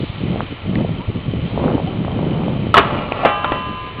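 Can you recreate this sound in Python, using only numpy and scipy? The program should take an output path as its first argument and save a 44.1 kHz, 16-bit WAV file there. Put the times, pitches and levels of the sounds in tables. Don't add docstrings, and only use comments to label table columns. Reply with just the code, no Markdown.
import sys
import numpy as np
from scipy import signal
from scipy.fft import rfft, irfft
from scipy.io import wavfile
from scipy.ndimage import uniform_filter1d

SR = 44100
rng = np.random.default_rng(int(sys.argv[2]) if len(sys.argv) > 2 else 0)


def to_wav(sig):
    pcm = np.clip(np.atleast_2d(sig), -1, 1) * 32767
    pcm = np.round(pcm).astype(np.int16)
    wavfile.write(sys.argv[1], SR, pcm.T)


N = 176400
T = np.arange(N) / SR

# t/s, level/dB
HISS_LEVEL = [(0, -38), (.45, -35), (.6, -38), (1.3, -39), (1.6, -36), (2, -38), (4, -36)]
# t/s, level/dB
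SIZZLE_LEVEL = [(0, -41.5), (.45, -52), (.8, -50.5), (1.4, -57.5), (1.48, -45), (1.8, -53.5)]
# f/Hz, level/dB
HISS_TONE = [(30, 5), (200, 7), (500, 4), (900, -0.5), (1250, -1), (1650, -3), (2100, 1.5), (2450, 3.5),
             (2800, 0), (3050, 0.5), (3300, -3.5), (4000, -8), (4800, -29.5)]
SIZZLE_TONE = [(1200, -23.5), (3600, 4), (5000, -18)]
# t/s, level/dB
GUST_LEVEL = [(0, -28), (.04, -14), (.065, -66.5), (.125, -37), (.21, -24), (.235, -23), (.32, -16.5),
              (.36, -26), (.43, -22.5), (.475, -46.5), (.525, -22.5), (.555, -50.5), (.61, -43),
              (.68, -16.5), (.74, -20.5), (.775, -15), (.84, -18), (.87, -24), (.91, -17.5), (.96, -28.5),
              (1.0, -23), (1.055, -48), (1.095, -17.5), (1.13, -37.5), (1.165, -17.5), (1.22, -36.5),
              (1.29, -16.5), (1.32, -25.5), (1.375, -18), (1.41, -25.5), (1.45, -16), (1.495, -34),
              (1.53, -20.5), (1.6, -23), (1.66, -12.5), (1.69, -22), (1.755, -13), (1.79, -30.5),
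              (1.85, -16.5), (1.91, -28.5), (2.01, -16.5), (2.06, -24), (2.2, -19), (2.6, -19), (2.75, -23),
              (2.93, -23.5), (3.0, -24.5), (3.15, -33.5), (3.4, -36), (3.5, -29.5), (3.6, -27), (3.64, -36),
              (3.69, -24.5), (3.75, -31), (3.8, -55), (3.84, -33), (3.92, -50.5), (4.0, -26.5)]
FLUTTER_LEVEL = [(.15, -60), (.33, -30.5), (.42, -31.5), (.47, -55), (.62, -63), (.72, -34), (.8, -26),
                 (.9, -40), (1.33, -45.5), (1.52, -35), (1.6, -24), (1.7, -19.5), (1.86, -34.5),
                 (1.92, -29), (2.02, -37), (2.06, -31.5), (2.22, -27.5), (2.4, -26), (2.9, -42.5)]
# f/Hz, level/dB
BUFFET_TONE = [(15, -38.5), (30, -23), (60, -12.5), (120, -2), (180, -1), (260, -3), (400, -12.5),
               (600, -19), (1200, -54.5), (3000, -87)]
FLUTTER_TONE = [(60, -24.5), (200, -13.5), (350, 1.5), (600, -5), (900, -10.5), (1300, -19), (2000, -33),
                (4000, -60)]
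RUMBLE_TONE = [(12, -14), (30, -9), (60, -2), (110, 3), (200, -12.5), (500, -50.5)]
# t/s, level/dB, f/Hz
WIND_POPS = [(.006, -12, 300), (.036, -16, 256), (.102, -14, 104), (.238, -6.5, 202), (.360, -9.5, 464),
             (0.4064, -6, 950), (0.527, -17.5, 295), (.774, -10.5, 273), (.8078, -11.5, 480),
             (.849, -8, 430), (.8935, -20, 564), (1.085, -10, 94), (1.103, -14, 300), (1.159, -16.5, 229),
             (1.338, -10.5, 320), (1.561, -15, 647), (1.577, -6.5, 566), (1.6, -12, 600), (1.641, -6, 610),
             (1.659, -7.5, 298), (1.681, -9, 910), (1.744, -12.5, 450), (1.781, -9, 656), (1.801, -9, 534),
             (2.049, -13, 800), (2.082, -11, 613), (2.111, -16, 617), (2.191, -12.5, 650),
             (2.231, -10, 560), (2.267, -10, 322), (2.4357, -16, 750), (2.4825, -9, 550),
             (2.669, -12.5, 418)]
# t/s, level/dB, f/Hz
SQUEAKS = [(1.014, -31.5, 958), (1.878, -27, 752)]
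# t/s, level/dB, body f/Hz, ping f/Hz, ping level/dB against the body, ping decay/s
TICKS = [(.755, -17, 2500, 1950, 1, .0017), (2.931, -10, 330, 1100, -7, .0008),
         (2.953, -13, 400, 1200, -5, .0008), (3.1212, -5, 560, 2450, -3, .0008),
         (3.5205, -6, 650, 2600, -10, .0006)]
# t/s, clatter level/dB, clatter decay/s, clatter cutoff f/Hz,
# clang f/Hz, clang level/dB, clang decay/s
BLOWS = [(2.7414, -8.5, 0.013, 5910, 1298, 4, 0.0055), (2.758, -27.5, 0.0026, 3500, 1074, -1, 0.0034),
         (2.7678, -3.5, 0.014, 3810, 920, 2, .003), (2.7775, -5, 0.007, 4180, 395, -5, .01),
         (2.7833, -17, 0.0041, 3000, 1220, -3, 0.0097), (2.7908, -11.5, 0.0099, 3000, 1366, -11, 0.0051),
         (3.2325, -24, .0051, 2500, 712, -11.5, 0.011), (3.2496, -11, 0.027, 2716, 710, 3.5, 0.0017),
         (3.2565, -28, .028, 2790, 521, 2.5, .0022), (3.444, -20.5, .0057, 2940, 1345, -8.5, .0047),
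         (3.445, -20.5, 0.015, 2600, 815, -7, 0.0031), (3.5196, -5.5, 0.0034, 1420, 593, -10.5, 0.0046)]
# f/Hz, level/dB
CLATTER_TONE = [(40, -10.5), (200, 1), (800, 4), (1300, 2), (2000, -3), (2800, -3), (3600, -6), (4600, -31)]
SCRAPE_TONE = [(60, -13.5), (200, 0.5), (750, 1), (1100, 0), (1400, -6), (1650, -14), (2300, -10.5),
               (2900, -10), (3300, -17), (4500, -31.5)]
# t/s, level/dB
GRIND_LEVEL = [(2.765, -41), (2.785, -26), (2.83, -24), (2.9, -24), (2.98, -23.5), (3.08, -29.5),
               (3.16, -25), (3.23, -22.5), (3.28, -21.5), (3.33, -33), (3.45, -34), (3.55, -26),
               (3.65, -40), (3.8, -43.5)]
# f/Hz, level/dB
CONTACT_NOTES = [(598, 0), (858, -5), (1127, -1), (1222, -1), (1352, 4), (1741, 3), (1952, 5.5), (2391, 1),
                 (2597, 2), (2857, 2.5)]
# f/Hz, level/dB, time/s to fade by 60 dB
RAIL_NOTES = [(592, -28, .9), (742, -28, .8), (824, -22, 1.0), (1021, -26, 2.7), (1071, -25, .75),
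              (1198, -22, 2.3), (1270, -34, 2.1), (1345, -36, 1.1), (1556, -31, 1.1), (1646, -34, 2.6),
              (1945, -28, .55), (2320, -32, .8), (2725, -29, 1.8), (2995, -38, 3.8), (3020, -42, 1.1),
              (3053, -31, 1.9), (3505, -38, .7), (3801, -47, 1.2)]
# t/s, level/dB, centre f/Hz, reach/octaves around that centre
RAIL_STRIKES = [(3.251, 2.5, 1370, 2.7), (3.446, 3.5, 977, 0.098), (3.521, -8.5, 2920, 0.97)]
# t/s, level/dB
RING_LEVEL = [(3.6, -0.5), (3.89, -0.5), (3.95, -10), (3.99, 5.5)]


def amp(db):
    return 10 ** (np.asarray(db) / 20)


def unit(x):
    return x / np.sqrt(np.mean(x ** 2) + 1e-20)


def level(points):
    return amp(np.interp(T, *np.transpose(points)))


def colour(x, points):
    hz, db = np.transpose(points)
    curve_db = np.interp(np.log(np.fft.rfftfreq(N, 1 / SR) + 1), np.log(hz), db)
    return unit(irfft(rfft(x) * amp(curve_db), N))


def steady(x, size):
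    return x / np.sqrt(uniform_filter1d(uniform_filter1d(x ** 2, size), size) + 1e-6)


def clicks(per_s, spread_db):
    strength = amp(spread_db * np.minimum(rng.exponential(1, N), 4))
    return unit(strength * rng.choice([-1, 1], N) * (rng.random(N) < per_s / SR))


def drift(size):
    return unit(uniform_filter1d(rng.standard_normal(N), size))


def since(s):
    return np.maximum(T - s, 0)


def struck(s, decay_s, attack_s=.0009):
    rise = np.minimum(since(s) / attack_s, 1)
    return rise * np.exp(-np.minimum(since(s + attack_s) / decay_s, 20))


def puff(s, hz):
    u = np.minimum((np.pi * hz * (T - s)) ** 2, 20)
    return (2 * u - 1) * np.exp(-u)


def lowpass(x, hz, size):
    return signal.oaconvolve(x, signal.firwin(size, hz, window=("kaiser", 9), fs=SR), "same")


def resonate(x, hz, width_hz):
    turn = np.exp(2j * np.pi * np.cumsum(hz) / SR)
    fade = np.exp(-np.pi * width_hz / SR)
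    return unit((turn * signal.lfilter([1 - fade], [1, -fade], x / turn)).real)


def park_echoes(x, fade_s=.7):
    t = T[:SR]
    tail = clicks(per_s=2100, spread_db=5.6)[:SR] * np.minimum(t / .023, 1) * amp(-60 * t / fade_s)
    return x + amp(-12.5) * signal.oaconvolve(x, tail / np.linalg.norm(tail))[:N]


def tyre_hiss():
    sizzle = colour(rng.standard_normal(N), SIZZLE_TONE) * level(SIZZLE_LEVEL)
    grain = rng.standard_normal(N) + .5 * clicks(per_s=900, spread_db=2.9)
    return sizzle + colour(grain, HISS_TONE) * level(HISS_LEVEL)


def wind():
    gust = level(GUST_LEVEL)
    puffs = colour(clicks(per_s=170, spread_db=3) + .5 * rng.standard_normal(N), BUFFET_TONE)
    gust_db = 20 * np.log10(uniform_filter1d(gust, size=2000) + 1e-6)
    swirl_hz = 159.8 * 2 ** (.3 * (gust_db + 19))
    buffet = steady(puffs + amp(-3) * resonate(puffs, swirl_hz, width_hz=45), size=900) * gust
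    small_swirls = colour(clicks(per_s=700, spread_db=1.5), FLUTTER_TONE)
    flutter = steady(small_swirls, size=1100) * level(FLUTTER_LEVEL)
    swell = uniform_filter1d(gust / gust.mean(), size=4000) ** .22
    rumble = amp(-33) * steady(colour(rng.standard_normal(N), RUMBLE_TONE), size=4000) * swell
    pops = sum(amp(db) * puff(s, hz) for s, db, hz in WIND_POPS)
    return buffet + flutter + rumble + pops


def freewheel(clicks_per_s=87, ring_s=.004, coast_end_s=2.75):
    teeth_passed = np.cumsum(clicks_per_s * (1 + .04 * drift(9000))) / SR
    hits = np.diff(np.floor(teeth_passed), prepend=0) * (T < coast_end_s)
    hits *= amp(3.5 * rng.standard_normal(N))
    ring_hz = 3060 + 45 * drift(4000)
    return amp(-47) * resonate(hits, ring_hz, width_hz=1 / (np.pi * ring_s))


def squeaks(swell_s=.017, rise_per_s=3.4):
    out = np.zeros(N)
    for s, db, hz in SQUEAKS:
        t = T - s
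        swell = np.exp(-np.minimum((t / swell_s) ** 2, 20))
        out += amp(db) * swell * np.sin(2 * np.pi * hz * t * (1 + rise_per_s * t / 2))
    return out


def ticks(ping_delay_s=.0009):
    out = np.zeros(N)
    for s, db, body_hz, ping_hz, ping_db, decay_s in TICKS:
        ping_at = s + ping_delay_s
        ping = np.sin(2 * np.pi * ping_hz * since(ping_at)) * struck(ping_at, decay_s)
        out += amp(db) * (puff(s, body_hz) + amp(ping_db) * ping)
    return out


def contact_ring(x, fade_s=.12):
    t = T[:SR // 2]
    ring = sum(amp(db - 60 * t / fade_s) * np.cos(2 * np.pi * hz * t) for hz, db in CONTACT_NOTES)
    return np.std(x) * unit(signal.oaconvolve(x, ring)[:N])


def blows():
    clatter, clang = np.zeros((2, N))
    crunch = steady(colour(rng.standard_normal(N), CLATTER_TONE), size=130)
    for s, clatter_db, clatter_s, cutoff_hz, clang_hz, clang_db, clang_s in BLOWS:
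        dulled = signal.lfilter(*signal.butter(2, cutoff_hz, fs=SR), crunch)
        clatter += amp(clatter_db) * struck(s, clatter_s) * dulled
        angle = 2 * np.pi * clang_hz * since(s)
        tone = np.sin(angle) + amp(-20) * np.sin(2.76 * angle)
        clang += amp(clang_db) * tone * struck(s, clang_s)
    return clatter + amp(-11) * contact_ring(clatter) + clang


def grind():
    snags = clicks(per_s=2500, spread_db=2.5)
    scrape = steady(colour(snags, SCRAPE_TONE), size=900)
    return unit(scrape + amp(-5) * contact_ring(scrape)) * level(GRIND_LEVEL)


def rail_ring():
    out = np.zeros(N)
    for s, strike_db, centre_hz, reach in RAIL_STRIKES:
        start = round(s * SR)
        t = T[:N - start]
        for hz, db, fade_s in RAIL_NOTES:
            twin_hz = hz + 6 * rng.uniform(.48, 1.7) * hz / centre_hz
            twin = amp(-13) * np.sin(2 * np.pi * (twin_hz * t + rng.random()))
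            note = np.sin(2 * np.pi * hz * T[start:])
            share = np.exp(-(np.log2(hz / centre_hz) / reach) ** 2)
            out[start:] += amp(strike_db + db - 60 * t / fade_s) * share * (note + twin)
    return out * level(RING_LEVEL)


def scene():
    short_sounds = park_echoes(blows() + ticks() + freewheel() + squeaks())
    return (short_sounds + grind() + rail_ring() + wind() + tyre_hiss())[None]


def record(dry, overload=.97, ceiling=.94):
    squashed = dry[0] / (1 + (dry[0] / overload) ** 12) ** (1 / 12)
    narrow = lowpass(squashed, hz=4840, size=255)
    clipped = np.clip(narrow, -ceiling, ceiling)
    return lowpass(clipped, hz=15500, size=511)[None]


dry = scene()
out = record(dry)
to_wav(out)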